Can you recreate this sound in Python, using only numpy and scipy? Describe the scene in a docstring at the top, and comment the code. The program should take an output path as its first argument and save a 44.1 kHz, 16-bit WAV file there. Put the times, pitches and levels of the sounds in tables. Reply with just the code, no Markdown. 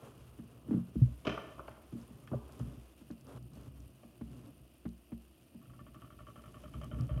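"""A ballpoint pen draws on paper over a hard wooden table; its quick strokes chatter at the end, as slipping noise
coloured by the microphone port. Pen and hands tap and rub the table top: knocks and noise wake its low modes. Paper
scratches and crackles as grainy noise and short clicks. Something hard clatters across the room, with echoes.
Under the still air of the room, a small camera on the table hisses through its port and ticks ten times a second."""
import sys
import numpy as np
from scipy import signal
from scipy.fft import rfft, irfft, next_fast_len
from scipy.io import wavfile
from scipy.ndimage import map_coordinates

SR = 44100
rng = np.random.default_rng(int(sys.argv[2]) if len(sys.argv) > 2 else 0)


def master(y):
    """Save y as 16-bit WAV."""
    cut = np.clip(np.atleast_2d(y).T, -1, 1)
    pcm = np.round(cut * 32767)  # scale
    wavfile.write(sys.argv[1], SR, pcm.astype(np.int16))


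def linear_from_db(decibels):
    """Turn decibels (scalar or array-like) into linear amplitude factors; 0 gives 1."""
    return 10 ** (np.asarray(decibels, float) / 20)


N = 317520  # length in samples
T = np.arange(N) / SR  # time in seconds

# ways the table top rings: f/Hz, level/dB, free time to die away by 60 dB/s
TABLE_MODES = [(61.65, 6, 0.56), (83, -14.5, 0.097), (123.2, 4.5, 0.18), (179.7, -3, 0.37), (229, 3.5, 0.3),
               (273.7, 4, 0.066), (298, 3.5, 0.11), (365, -22, 0.33), (417, -13, 0.16), (571, -8.5, 0.071)]
# taps on the table; the spot touched sets how the two lowest modes answer:
# t/s, level/dB, deepest mode/dB, second mode/dB, hardness/dB
TABLE_TAPS = [(0.024, -54, 2.5, 18, 6), (0.387, -39, -8, -1, -3.5), (0.684, -31, -8, -5, -16),
              (0.708, -21, -17, -25, -14.5), (0.727, -29, -13, -12, -7), (0.737, -21, -19, -7.5, -16),
              (0.769, -26.5, -18, -12, -26), (0.798, -39.5, -12, 12, -16), (0.955, -25.5, 2, -2, -20),
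              (1.014, -30.5, 10.5, 23.5, -24), (1.269, -30, -3.5, -2.5, -1), (1.924, -35.5, -12, 5.5, -16),
              (1.949, -34, -11, -20, -25), (2.1, -47.5, -1, -16, 2), (2.313, -34.5, -1, 11, -4),
              (2.344, -43, -7, 24.5, -4), (2.601, -38.5, 11, 13, -12), (2.668, -44.5, -22, 0, -21),
              (2.769, -51, 12, 14.5, -2), (3.01, -48, -2, -14, 0), (3.102, -36, -3, -5, -2),
              (3.345, -53, 9, 23, -10), (3.567, -50, 11, 6, 5), (4.042, -48, -3, -7, -6),
              (4.209, -36, 2, -0.5, -1), (4.599, -61.5, 18, 22, 3), (4.852, -31.5, -2, -0.5, -0.5),
              (5.118, -35.5, 0, 2, -2.5), (5.545, -44.5, -7, -14, -5), (6.749, -47.5, 13, 10, -6),
              (6.863, -49, 3, 14, -4), (6.925, -43.5, 18, 13, -4), (6.997, -44, 17, 25.5, -9),
              (7.022, -44, 20, 22, -7), (7.105, -47, 23, 27, 3), (7.159, -42, 14, 23, -1)]
# the tap that follows each stroke: level against the stroke/dB, deepest mode/dB, second mode/dB, hardness/dB
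STROKE_TAP = (-4.5, 5.5, 9, -7)
# hands rubbing the top: t/s, level/dB, lean towards the deepest mode/dB
HAND_RUBS = [(0.0, -66, 0), (0.14, -54, 3.5), (0.64, -57, -1), (0.74, -53, -14), (0.92, -56, -1),
             (1.06, -43.5, 5), (1.2, -57, 1.5), (1.38, -54.5, -1), (1.98, -60.5, 5), (2.19, -54, -5),
             (2.49, -54, 4.5), (2.69, -52.5, -9), (2.83, -69, 10), (3.05, -61, -0.5), (3.19, -55.5, 1),
             (3.59, -51.5, -2.5), (3.83, -53.5, 3), (4.11, -68, -4), (4.31, -55.5, -2), (5.21, -68.5, 6.5),
             (5.47, -62, 0), (5.73, -55, 1), (6.38, -57.5, 0.5), (6.8, -47, -2), (6.96, -44.5, -2),
             (7.2, -44.5, 3)]
# faint paper movement between the scrapes: t/s, scratch level/dB, hiss against the scratch/dB
PAPER_SLIDE = [(0, -60.5, -8.5), (0.4, -70, -4), (0.75, -67.5, -8.5), (1.1, -69.5, -0.5),
               (1.9, -69.5, -3.5), (2.4, -65.5, -6.5), (3, -71.5, -1), (3.4, -74, -4), (3.95, -74, -1),
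               (5.5, -77, 1), (6.2, -74, -0.5), (6.6, -70, 0), (7.2, -69, -4.5)]
# longer scrapes, which swell and stop short:
# t/s, length/s, scratch level/dB, hiss against the scratch/dB, table level/dB
LONG_SCRAPES = [(0, 0.094, -65.5, -20, -63.5), (0.49, 0.097, -76, -20, -79), (0.647, 0.15, -68, -12, -49.5),
                (1.953, 0.077, -73, -4, -56.5), (2.486, 0.27, -69, -7.5, -57.5),
                (3.245, 0.13, -58.5, -13.5, -63), (3.502, 0.18, -69.5, -6, -65.5),
                (4.236, 0.27, -71.5, -11.5, -56), (6.973, 0.07, -69.5, -10, -50.5)]
# lower colour of the dragged paper: f/Hz, level per Hz/dB
SCRATCH_COLOUR = [(240, -25), (400, -2), (454, -3.5), (930, -15), (1050, -10.5), (1280, -12), (2010, -30.5),
                  (3500, -42), (4550, -64), (7700, -120)]
# bright hiss of the paper fibres: f/Hz, level per Hz/dB
FIBRE_COLOUR = [(1200, -7), (2000, -7.5), (3150, -4.5), (4100, -12), (6000, -12), (8000, -13),
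                (11500, -10.5), (14000, -26), (17000, -45)]
# the clearest paper crackles: t/s, level/dB
CLEAR_CRACKLES = [(2.015, -56), (2.5223, -49), (2.594, -49.5), (3.112, -53), (3.2104, -53), (3.269, -52),
                  (3.4271, -52), (3.535, -52), (3.5544, -54), (3.6326, -56), (3.8037, -55), (4.37, -57),
                  (4.4605, -58), (4.8906, -57), (6.8148, -52), (6.843, -48), (7.0093, -42), (7.0379, -55),
                  (7.069, -51)]
# still air of the room: f/Hz, level per Hz/dB
AIR_COLOUR = [(88, -37), (150, -2), (362, 2.5), (421, -19), (655, -6), (825, -23.5), (1860, -48.5),
              (2400, -36), (3120, -42), (5280, -120)]
# camera hiss with the resonances of the microphone port: f/Hz, level per Hz/dB
HISS_COLOUR = [(1180, -44), (2000, -8), (2260, -39), (2400, 1), (2880, 4), (3640, -13.5), (4110, -12),
               (4690, -6), (7170, -27.5), (9480, 2.5), (10200, -35), (11300, 1.5), (12800, -19),
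               (14000, -2.5), (16000, -12)]
# hard knocks, far ones with much echo: t/s, level/dB, thud/dB, snap/dB, echo/dB
HARD_KNOCKS = [(1.2495, -42, 11, 6.5, 5), (1.2676, -31, 10.5, 7.5, -6.5), (1.2919, -35.5, 1, 5, -2),
               (1.313, -40, 0, 2.5, -7), (1.372, -32.5, -1, -12, -7.5), (1.3875, -43.5, -6, -19, -3),
               (1.439, -50.5, 10.5, -11, 0), (1.579, -49.5, 9, -4.5, 2), (1.5922, -37, 0.5, -34, -10),
               (1.6774, -36.5, -4.5, -14, -6.5), (1.711, -54, -8, 4, -5), (1.768, -50.5, 8, -28, -5.5),
               (2.2731, -46.5, -11, -1, -24), (2.3144, -48, 13, -23, 1.5), (2.3297, -35.5, 9.5, -32, -26),
               (2.489, -51, 4, -14, -19), (2.595, -47.5, 1, -4, -12), (4.03, -58, 12, 1.5, -4)]
# resonant colour of the hard knocks, as the microphone port hears them: f/Hz, width/Hz, level/dB
KNOCK_RESONANCES = [(255, 110, -3), (408, 54, -2), (564, 88, 2), (744, 370, -5), (1150, 150, -1),
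                    (1505, 180, -7.5), (1756, 64, -5), (2450, 370, -8.5), (3120, 267, -8.5),
                    (3860, 590, -25.5), (5070, 860, -25.5), (6250, 1100, -34.5)]
# the room's echo: f/Hz, time to die away by 60 dB/s
ROOM_DECAY = [(200, 0.61), (1000, 0.74), (3000, 0.69), (8000, 0.6)]
# quick pen strokes: t/s, level/dB, length/s
PEN_STROKES = [(5.614, -58.5, 0.034), (5.656, -53.5, 0.014), (5.697, -52, 0.018), (5.734, -53.5, 0.035),
               (5.792, -47, 0.026), (5.866, -49, 0.031), (5.9444, -47.5, 0.032), (5.9725, -59.5, 0.079),
               (6.019, -48, 0.067), (6.104, -51, 0.037), (6.123, -56, 0.037), (6.19, -48, 0.045),
               (6.2676, -46, 0.048), (6.3583, -46, 0.047), (6.438, -48, 0.062), (6.543, -46.5, 0.047),
               (6.6368, -47.5, 0.056), (6.738, -46, 0.046), (6.8135, -41.5, 0.051), (6.9136, -45, 0.061),
               (6.9866, -47.5, 0.062), (7.092, -43.5, 0.043), (7.1413, -48, 0.035), (7.176, -45.5, 0.022)]
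# resonant colour of the stroke noise at the microphone port: f/Hz, width/Hz, level/dB
STROKE_RESONANCES = [(600.4, 29, -7), (1143, 47, 2.5), (1332, 109, -4), (1788, 57, -12.5),
                     (2250, 370, -21.5), (3090, 130, -13.5)]


def unit(x):
    """Scales a sound to an rms (average strength) of 1."""
    return x / np.sqrt(np.mean(x ** 2) + 1e-20)


def along(points, hz):
    """Reads a curve of (Hz, value) points, with pitch on a log axis."""
    f, v = np.transpose(points)
    return np.interp(np.log(hz + 1), np.log(f + 1), v)


def curves(rows):
    """Draws one value per sample for each column after the time."""
    s, *columns = np.transpose(rows)
    return [np.interp(T, s, column) for column in columns]


def wobble(rate):
    """Makes a smooth random curve with `rate` random points a second."""
    return map_coordinates(rng.standard_normal(int(N * rate / SR) + 4), [T * rate])


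def filtered(x, response):
    """Filters x by a response given as a function of frequency."""
    m = next_fast_len(len(x) + SR // 2)
    return irfft(rfft(x, m) * response(np.fft.rfftfreq(m, 1 / SR)), m)[:len(x)]


def resonances(modes):
    """Sums resonances (Hz, width Hz, dB), with every other one turned upside down."""
    def response(f):
        total = 0
        for k, (center, width, db) in enumerate(modes):
            peak = 1j * f * width / (center ** 2 - f ** 2 + 1j * f * width)
            total = total + (-1) ** k * linear_from_db(db) * peak
        return total
    return response


def grainy(spectrum, spike_db):
    """Makes coloured noise of rms 1 whose samples are now and then much larger."""
    grit = rng.standard_normal(N) * linear_from_db(spike_db * wobble(900))
    return unit(filtered(grit, lambda hz: linear_from_db(along(spectrum, hz))))


def add(track, s, sound):
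    """Mixes a sound into the track at s seconds."""
    part = track[round(s * SR):][:len(sound)]
    part += sound[:len(part)]


def drag():
    """Rubbing shakes the table's modes without pause, and the paper scratches under the hand."""
    swell, stop_s = 0.32, 0.0058  # share of a scrape spent rising; time to stop
    rub_db, lean_db = curves(HAND_RUBS)
    slide_db, slide_hiss_db = curves(PAPER_SLIDE)
    start, length, scrape_db, hiss_db, table_db = np.transpose(LONG_SCRAPES)
    t = T[:, None] - start
    rise = np.clip(t / (swell * length), 0, 1)
    shape = rise * np.exp(-np.maximum(t - length, 0) / stop_s)

    # a mode that dies away sooner is wider
    modes = [(hz, 3.729 / t60, db) for hz, db, t60 in TABLE_MODES]
    groups = modes[:2], modes[2:3], modes[3:]
    force = rng.standard_normal((3, N)) * linear_from_db(1.8 * wobble(40))  # judder of skin on paper
    shake = []
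    for push, group in zip(force, groups):
        ring = resonances(group)
        shake.append(unit(filtered(push, lambda hz: ring(hz) / (1 + 1j * hz / 400) ** 2)))
    deep, second, upper = shake
    table = linear_from_db(rub_db + 2 + lean_db) * deep
    table += linear_from_db(rub_db - 1.5 - lean_db) * second
    table += linear_from_db(rub_db - 12) * upper
    table += shape @ linear_from_db(table_db) * (upper + 0.55 * second)

    scratch = linear_from_db(slide_db) + shape @ linear_from_db(scrape_db)
    hiss = linear_from_db(slide_db + slide_hiss_db) + shape @ linear_from_db(scrape_db + hiss_db)
    paper = scratch * grainy(SCRATCH_COLOUR, spike_db=1.5) + hiss * grainy(FIBRE_COLOUR, spike_db=2.5)
    stutter = linear_from_db(1.2 * wobble(45))
    return table + stutter * paper


def still_air():
    """The air of the room is soft, dull noise whose level drifts slowly."""
    return linear_from_db(-66.5 + 0.67 * wobble(3.23)) * grainy(AIR_COLOUR, spike_db=-2.5)


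def camera():
    """Hiss coloured by the port; its two strong treble bands flicker fast; it swells in each short tick."""
    since_tick = (T - 0.0785) % (1 / 10)  # seconds
    tick = 1 + 2.1 * np.exp(-since_tick / 0.0017)
    # the body flickers a little, the treble a lot
    flicker = linear_from_db(np.array([[0.8], [3.8]]) * wobble(250) + 0.29 * wobble(5.8))

    def treble_share(hz):
        return 1 / (1 + (8200 / (hz + 1)) ** 12) / (1 + (hz / 12600) ** 16)

    body, treble = rng.standard_normal((2, N)) * flicker * tick
    body = filtered(body, lambda hz: linear_from_db(along(HISS_COLOUR, hz)) * np.sqrt(1 - treble_share(hz)))
    treble = filtered(treble, lambda hz: linear_from_db(along(HISS_COLOUR, hz)) * np.sqrt(treble_share(hz)))
    return linear_from_db(-74) * unit(body + treble)


def taps():
    """Each tap starts all modes of the top together; a resting hand shortens their ring."""
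    damped = 0.77  # share of the free ring time left under resting hands
    scatter_db = 2  # no two taps wake the modes alike
    out, clicks, t = np.zeros(N), np.zeros(N), T[:SR // 2]
    hz, mode_db, t60 = np.transpose(TABLE_MODES)[:, :, None]
    # bending waves arrive spread out, low ones swell slowly
    swell = 1 - np.exp(-(t * hz * 1.55 * (hz / 230) ** 0.22) ** 2)
    swing = np.sin(2 * np.pi * hz * (t + 0.00609)) * swell
    ring = swing * linear_from_db(mode_db - 60 * t / (damped * t60))

    # every quick stroke also taps the table 11 ms later
    level_db, *tap_colour = STROKE_TAP
    blows = TABLE_TAPS + [(s + 0.011, db + level_db, *tap_colour) for s, db, _ in PEN_STROKES]
    for s, db, deep_db, second_db, hard_db in blows:
        spot = [(65, deep_db), (121, second_db), (170, 0), (330, 0.0039), (600, 0.93 * hard_db)]
        luck_db = scatter_db * rng.standard_normal(len(TABLE_MODES))
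        add(out, s + 0.0007, linear_from_db(db - 5.5 + along(spot, hz[:, 0]) + luck_db) @ ring)
        click = rng.standard_normal(800) * linear_from_db(db + hard_db - 60 * t[:800] / 0.098)
        add(clicks, s + 0.00161, click)

    def dull(hz):
        return 1j * hz / 500 / (1 + 1j * hz / 500) / (1 + 1j * hz / 1250) ** 3

    # the contact itself: a short burst of dull noise
    return out + filtered(clicks, dull)


def crackles():
    """A fibre snaps: a click of a cycle or two around its own pitch; louder snaps are brighter."""
    out, t = np.zeros(N), T[:300]
    hiss_db = sum(curves(PAPER_SLIDE))
    # faint chance crackles follow the paper hiss of the moment
    faint = [(s, hiss_db[int(s * SR)] + 8.5) for s in rng.uniform(0, N / SR, size=30)]
    for s, db in CLEAR_CRACKLES + faint:
        usual_hz = max(4900 + 150 * (db + 55.5), 4200)
        hz = usual_hz * linear_from_db(rng.normal(0, 0.97))
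        ring = resonances([(hz, hz * 0.9, 0)])
        snap = rng.standard_normal(len(t)) * linear_from_db(-60 * t / 0.0085)
        add(out, s, linear_from_db(db + 1) * filtered(snap, lambda f: ring(f) ** 2))
    return out


def room(x):
    """Echoes x with a fresh noise tail; each frequency dies at its own speed."""
    hz, t, z = signal.stft(rng.standard_normal(SR * 3 // 4), SR, nperseg=256)
    fade = linear_from_db(-60 * t / along(ROOM_DECAY, hz)[:, None])
    tail = signal.istft(z * fade, SR, nperseg=256)[1]
    later = np.pad(x, (300, 0))  # the echo starts 300 samples late
    return signal.fftconvolve(later, tail / np.linalg.norm(tail))


def clatter():
    """Short rattling blows, coloured by the microphone port, each with its own echo from the walls."""
    rattle_s = 0.015  # length of one knock
    out, t = np.zeros(N), T[:SR // 8] - 0.005
    for s, db, thud_db, snap_db, echo_db in HARD_KNOCKS:
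        port = resonances([(hz, width, level + rng.normal(0, 1.5)) for hz, width, level in KNOCK_RESONANCES])
        tilt = [(500, thud_db), (1300, 0), (2600, snap_db - 3), (7500, snap_db), (13000, snap_db - 26)]
        # uneven contacts: the strength jumps every 60 samples
        uneven = np.repeat(rng.standard_normal(len(t)), 60)[:len(t)]
        grit = rng.standard_normal(len(t)) * linear_from_db(3.5 * uneven)
        fade = linear_from_db(-8 * t / rattle_s) / (1 + (t / rattle_s) ** 6)
        rattle = unit(grit) * np.clip(t / 0.0019, 0, 1) * fade
        blow = linear_from_db(db + 13) * filtered(rattle, lambda hz: linear_from_db(along(tilt, hz)) * port(hz))
        add(out, s - 0.0055, blow)
        add(out, s - 0.0055, linear_from_db(echo_db) * room(blow))
    return out


def strokes():
    """The ball bites at once, then slips about seventy times a second until it lifts."""
    out, t = np.zeros(N), T[:SR // 8]
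    port = resonances(STROKE_RESONANCES)
    for s, db, length in PEN_STROKES:
        # the low resonance grows fuller as the strokes go on, the high ones a little
        since_first = s - PEN_STROKES[0][0]
        low_db, high_db = 5 + 7 * since_first, -1.5 + 3 * since_first
        tilt = [(600, low_db), (1000, 0), (1500, 0), (2600, high_db), (3500, high_db - 0.6),
                (6000, high_db - 15)]
        slip = (t * 68 * linear_from_db(rng.normal(0, 2.2))) % 1  # how far through each slip, 0 to 1
        push = linear_from_db(-13 * slip - 7 * t / length) / (1 + (t / length) ** 8)
        force = push * rng.standard_normal(len(t))
        force[40] += 7  # the bite
        sound = filtered(force, lambda hz: linear_from_db(along(tilt, hz)) * port(hz))
        add(out, s - 0.001, linear_from_db(db + 15) * sound)
    return out


def scene():
    """Adds up table, paper, pen, clatter, air and camera in one channel."""
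    table_and_paper = drag() + taps() + crackles()
    mix = table_and_paper + strokes() + clatter() + still_air() + camera()
    return mix[None]


def low_pass(x):
    """Removes everything above the highest recorded frequency."""
    return signal.sosfilt(signal.butter(12, 16110, fs=SR, output="sos"), x)


def record(dry):
    """The microphone cuts the deepest bass."""
    # six gentle bass cuts at 39 Hz in a row
    mix = filtered(dry[0], lambda hz: (1j * hz / 39 / (1 + 1j * hz / 39)) ** 6)[None]
    return low_pass(mix)


dry = scene()
out = record(dry)
master(out)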